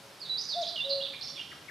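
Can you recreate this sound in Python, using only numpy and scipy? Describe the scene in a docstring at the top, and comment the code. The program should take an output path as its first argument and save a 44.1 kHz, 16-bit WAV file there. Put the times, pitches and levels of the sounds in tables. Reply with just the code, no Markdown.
"""A meadow edged with trees. A cuckoo on a fence post hoots its two falling, nearly pure notes, and
another answers faintly from far away. Off to the right a warbler hurries through whistles, slurs and
buzzes, made by sliding and shaking the pitch of one tone; two lower chips follow on the left.
The trees throw the near voices back, over a steady hush of wind and a low distant rumble."""
import sys
import numpy as np
from scipy import signal
from scipy.fft import rfft, irfft, next_fast_len
from scipy.io import wavfile
from scipy.ndimage import uniform_filter1d, map_coordinates

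SR = 44100
rng = np.random.default_rng(int(sys.argv[2]) if len(sys.argv) > 2 else 0)


def int16_out(signal):
    """Quantize to a 16-bit WAV file."""
    q = np.round(np.clip(np.atleast_2d(signal).T, -1, 1) * 32767)
    wavfile.write(sys.argv[1], SR, q.astype(np.int16))


N = 74970

# the cuckoo's first note, an arch of pitch (time [s], pitch [Hz], level [dB])
HIGH_HOOT = [(.542, 570, -53), (.552, 619, -44.5), (.563, 691, -38.5), (.574, 702.6, -32), (.61, 686, -32),
             (.622, 662, -32.5), (.634, 611, -39), (.644, 610, -49)]
# its second note, lower and flat (time [s], pitch [Hz], level [dB])
LOW_HOOT = [(.838, 535, -62), (.848, 550, -47.5), (.865, 549, -41), (.916, 555, -34), (.96, 554, -34.5),
            (.992, 545.5, -35), (1.006, 550, -39), (1.016, 536, -56)]
# its slapback off the trees (delay [s], level [dB])
TREE_ECHOES = [(.0363, -15.8), (.0677, -11.6), (.1302, -15.8), (.1561, -26)]
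# the warbler's quick slurs and buzzes (onset [s], length [s], start pitch [Hz], middle pitch [Hz],
# end pitch [Hz], level before the fade [dB], buzz depth [Hz], rasp [0-1])
WARBLER_NOTES = [ (.202, 0.011, 4750, 4930, 5100, -48, 1, 0.1),
                 (.213, 0.03, 4820, 4394, 4450, -40.5, 100, 0.1),
                 (.246, 0.049, 4080, 3780, 3826, -43.5, 235, 0.16),
                 (.369, 0.016, 4040, 4500, 4660, -37.5, -7, 0),
                 (.378, .02, 4740, 4890, 5400, -33.5, 8, 0.23),
                 (.370, 0.021, 3300, 3710, 3930, -47.5, -2, 0.1),
                 (.396, 0.033, 4870, 5040, 4700, -36.5, 205, 0.4),
                 (.412, 0.019, 6320, 5530, 5060, -41.5, 3, 0.45),
                 (.433, 0.024, 6100, 5890, 6100, -44, 153, 0.53),
                 (.486, 0.043, 5020, 4567, 4335, -34, 224, 0.33),
                 (.526, 0.025, 4060, 3660, 3530, -33.5, 1, 0.07),
                 (.613, 0.015, 5820, 4960, 4500, -39.5, 62, 0.6),
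                 (.626, 0.016, 3940, 3790, 3190, -34, 4, 0.34),
                 (.616, 0.039, 6850, 6290, 6170, -54.5, 104, 0.5),
                 (.649, 0.013, 3570, 4125, 4900, -38, -1, 0.5), (.665, 0.017, 3590, 4250, 4880, -37, 4, 1),
                 (.681, 0.021, 4095, 4503, 4090, -36, 450, 0.63),
                 (.756, 0.01405, 3896, 2995, 3040, -35, -2.5, 0.15),
                 (.775, 0.0064, 3830, 3360, 2920, -35.5, -5, 0.2),
                 (.844, 0.016, 3200, 3874, 3750, -33, 4, 0.2),
                 (.893, 0.014, 4880, 4510, 4350, -38.5, 300, 0.2),
                 (.901, 0.039, 4425, 4325, 4270, -30, 316, 0.14),
                 (1.001, 0.013, 2950, 2860, 2850, -43.5, -4, 0.1),
                 (1.011, 0.011, 3290, 3330, 3450, -37, 3, 0),
                 (1.022, 0.010, 4030, 3670, 3400, -35.5, -2, 0.25),
                 (1.035, 0.010, 4160, 3700, 3400, -33, -7, 0.1),
                 (1.047, 0.013, 3993, 3503, 3280, -34.5, -5, .25),
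                 (1.064, 0.015, 3040, 3200, 4230, -42.5, 205, 0.6),
                 (1.133, 0.019, 2367, 2401, 2380, -45, 100, 0.58),
                 (1.210, 0.023, 5070, 4116, 5250, -39, -1, 0.5),
                 (1.226, 0.044, 5260, 5370, 5200, -43, 62, 0.43),
                 (1.272, 0.0059, 5050, 4620, 4120, -36, 10, 0.05),
                 (1.278, 0.029, 5520, 5550, 5420, -44, 98, 0.5),
                 (1.279, 0.025, 3610, 3554, 3670, -48.5, 24, 0.5),
                 (1.300, 0.008, 5240, 4540, 3870, -40, 0, 0.6),
                 (1.356, 0.051, 3677, 3300, 3230, -44, 69, 0.48),
                 (1.367, 0.019, 3070, 2456, 2400, -48.5, 1, 0.4),
                 (1.392, 0.013, 2760, 2872, 2800, -38.5, -6, .2),
                 (1.413, 0.013, 2750, 3215, 2800, -41, 0, 0)]
# its clean held whistles (onset [s], length [s], start pitch [Hz], middle pitch [Hz], end pitch [Hz],
# level before the fade [dB])
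WARBLER_WHISTLES = [(.292, 0.077, 3922, 3952, 3914, -31), (.777, .04, 2923, 2808, 2793, -34.5),
                    (0.802, .05, 3588, 3520, 3830, -33)]
# lower falling chips, with the columns of WARBLER_NOTES
FALLING_CHIPS = [(1.514, 0.0206, 2174, 1814, 1120, -49.5, 196, 0.3),
                 (1.682, 0.026, 2380, 1905, 1300, -46, 99, 0.2)]
# the far cuckoo's notes (onset [s], length [s], pitch [Hz], level [dB])
FAR_HOOTS = [(-.02, 0.17, 548, -61.5), (0.847, 0.22, 681, -55.5), (1.25, 0.16, 551, -61)]
# tone colour of wind in grass and trees (frequency [Hz], relative level [dB])
WIND_SPECTRUM = [(25, -40), (60, -17), (120, -3), (300, -1), (600, -1.5), (1000, -2.5), (2000, -6.5),
                 (4000, -6.5), (5500, -8.5), (7000, -15.5), (10500, -15.5), (13000, -20), (15200, -26)]
# tone colour of the distant rumble (frequency [Hz], relative level [dB])
RUMBLE_SPECTRUM = [(20, -36), (45, -25), (60, -26), (75, -8), (100, -8.5), (145, 0), (210, -8.5),
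                   (400, -13.5), (1500, -51)]
# how alike left and right are in the background bed (frequency [Hz], coherence [0-1])
BED_COHERENCE = [(30, .75), (70, 0.97), (250, 0.97), (1000, 0.82), (3000, 0.72), (8000, 0.81), (13000, .25)]

WARBLER_PAN_DB, CUCKOO_PAN_DB, CHIPS_PAN_DB = -5.5, 1.2, 9.5  # left minus right
BUZZ_HZ, BUZZ_WANDER, BUZZ_FLUTTER = 192.2, 0.16, 0.14  # buzz rate, its drift, its tremolo depth
JITTER_HZ, RASP_WIDTH_HZ = 18.2, 700  # a chirp's pitch jitter; noise spread either side of its pitch
ATTACK_S, SWELL_SHARE = 0.002, 0.1  # a chirp's attack lasts this time plus this share of its length
FADE_DB_PER_S, RELEASE_S = 86, 0.0033  # it weakens as it is held, then shuts off


def hoot(contour, octave_db=-32):
    """One cuckoo note: a slightly unsteady sine with a trace of its octave."""
    times, hz, db = np.transpose(contour)
    t = np.arange(N) / SR
    phase = phase_of(np.interp(t, times, hz) * (1 + 0.0018 * wobble(68.8)))
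    gate = (t > times[0]) * (t < times[-1])
    envelope = uniform_filter1d(amp(np.interp(t, times, db)) * gate, size=200)
    return np.sqrt(2) * envelope * (np.sin(phase) + amp(octave_db) * np.sin(2 * phase))


def cuckoo():
    """The lead voice: two hoots, their slapback off the trees and a faint tail."""
    call = hoot(HIGH_HOOT) + hoot(LOW_HOOT)
    delay_taps = lambda hz: sum(amp(db) * np.exp(-2j * np.pi * hz * delay) for delay, db in TREE_ECHOES)
    tail = amp(-16.5) * tree_scatter(call, t60_s=0.57, build_s=0.04, side_db=-7)
    return panned(call + filtered(call, delay_taps) + tail, CUCKOO_PAN_DB)


def chirp(onset, length, start_hz, middle_hz, end_hz, db, buzz_depth_hz=0, rasp=0):
    """A whistle sliding through three pitches; fast vibrato makes it buzz, uneven airflow hoarse."""
    t = np.arange(N) / SR - onset
    arc = np.polyfit([0, .5, 1], [start_hz, middle_hz, end_hz], 2)
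    glide = np.polyval(arc, np.clip(t / length, 0, 1))
    vibrato = np.sin(phase_of(BUZZ_HZ * (1 + BUZZ_WANDER * wobble(120)) * (t > 0)))
    phase = phase_of((glide + buzz_depth_hz * vibrato + JITTER_HZ * wobble(300)) * (t > 0))
    grit = unit(signal.lfilter(*signal.butter(4, RASP_WIDTH_HZ, fs=SR), rng.standard_normal((2, N))))
    breath = grit[0] * np.sin(phase) + grit[1] * np.cos(phase)  # a noise band that tracks the pitch
    voice = np.sqrt(2 - 2 * rasp ** 2) * np.sin(phase) + rasp * breath
    ramps = np.minimum(t / (ATTACK_S + SWELL_SHARE * length), (length - t) / RELEASE_S)
    gate = np.sin(np.pi / 2 * np.clip(ramps, 0, 1))
    tremolo = 1 - BUZZ_FLUTTER * vibrato * (buzz_depth_hz > 0)
    return amp(db - FADE_DB_PER_S * np.clip(t, 0, length)) * gate * tremolo * voice


def phrase(notes, pan_db, wet_db=-1):
    """A run of chirps, panned together with its tail from the trees."""
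    song = sum(chirp(*note) for note in notes)
    tail = tree_scatter(song, t60_s=0.74, build_s=0.0032, side_db=-13)
    return panned(song + amp(wet_db) * tail, pan_db)


def warbler(waver_db=1):
    """Slurs and buzzes washed in scatter, with drier whistles that waver in level."""
    slurs = phrase(WARBLER_NOTES, WARBLER_PAN_DB)
    whistles = phrase(WARBLER_WHISTLES, WARBLER_PAN_DB, wet_db=-6.5)
    return slurs + whistles * amp(waver_db * wobble(50))


def far_cuckoo():
    """Distance leaves only soft swells of tone."""
    t = np.arange(N) / SR
    call = np.zeros(N)
    for onset, length, hz, db in FAR_HOOTS:
        swell = np.sin(np.pi * np.clip((t - onset) / length, 0, 1))
        tone = np.sqrt(2) * np.sin(phase_of(hz * (1 + 0.0064 * wobble(41))))
        call += amp(db) * swell * tone
    return call


def tree_scatter(x, t60_s, build_s, side_db):
    """Stereo reverb from trunks and leaves: it builds up, then dies away."""
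    t = np.arange(SR) / SR
    envelope = amp(-60 * t / t60_s) * (1 - np.exp(-t / build_s))
    mid, side = rng.standard_normal((2, SR)) * envelope
    tail = np.array([mid + amp(side_db) * side, mid - amp(side_db) * side])
    return signal.fftconvolve(x[None], tail / np.linalg.norm(tail[0]), axes=1)[:, :N]


def wind(level_db=-52):
    """The steady hush of air through grass and trees."""
    return amp(level_db + 0.058 * wobble(5.3)) * noise_bed(WIND_SPECTRUM)


def rumble(level_db=-62, rise_db_per_s=2.5, waver_db=1):
    """Distant low end that wavers and creeps up in level."""
    rise_db = rise_db_per_s * (np.arange(N) - N / 2) / SR
    return amp(level_db + rise_db + waver_db * wobble(7.8)) * noise_bed(RUMBLE_SPECTRUM)


def noise_bed(spectrum):
    """Shaped stereo noise of rms 1, nearly mono in the bass and wider in the treble."""
    def mid_side_eq(hz):
        width = np.arccos(np.clip(along(BED_COHERENCE, hz), -1, 1)) / 2
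        return amp(along(spectrum, hz)) * [np.cos(width), np.sin(width)]
    mid, side = filtered(rng.standard_normal((2, N)), mid_side_eq)
    return unit(np.array([mid + side, mid - side]))


def amp(db):
    """Decibels to gain."""
    return 10 ** (np.asarray(db) / 20)


def unit(x):
    """Scale to rms 1."""
    return x / np.sqrt(np.mean(x ** 2) + 1e-20)


def along(points, hz):
    """Read a curve of (frequency [Hz], value) points on a log axis."""
    freqs, values = np.transpose(points)
    return np.interp(np.log(hz + 1), np.log(freqs + 1), values)


def wobble(rate):
    """Smooth random modulation, rate knots a second."""
    knots = rng.standard_normal(int(N * rate / SR) + 4)
    return map_coordinates(knots, [np.arange(N) * rate / SR])


def filtered(x, response):
    """Run a sound through a frequency response."""
    size = next_fast_len(N + SR // 2)
    return irfft(rfft(x, size) * response(np.fft.rfftfreq(size, 1 / SR)), size)[..., :N]


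def phase_of(hz):
    """Running phase of a pitch curve."""
    return 2 * np.pi * np.cumsum(hz) / SR


def panned(x, pan_db):
    """Place a sound in the stereo field; positive is left."""
    return x * amp(np.array([[pan_db], [-pan_db]]) / 2)


def scene():
    """The birds over a bed of wind and rumble."""
    birds = cuckoo() + far_cuckoo() + warbler() + phrase(FALLING_CHIPS, CHIPS_PAN_DB)
    return birds + wind() + rumble()


def record(dry, top_hz=15300):
    """A brick-wall high cut on the mix."""
    return filtered(dry, lambda hz: hz < top_hz)


dry = scene()
out = record(dry)
int16_out(out)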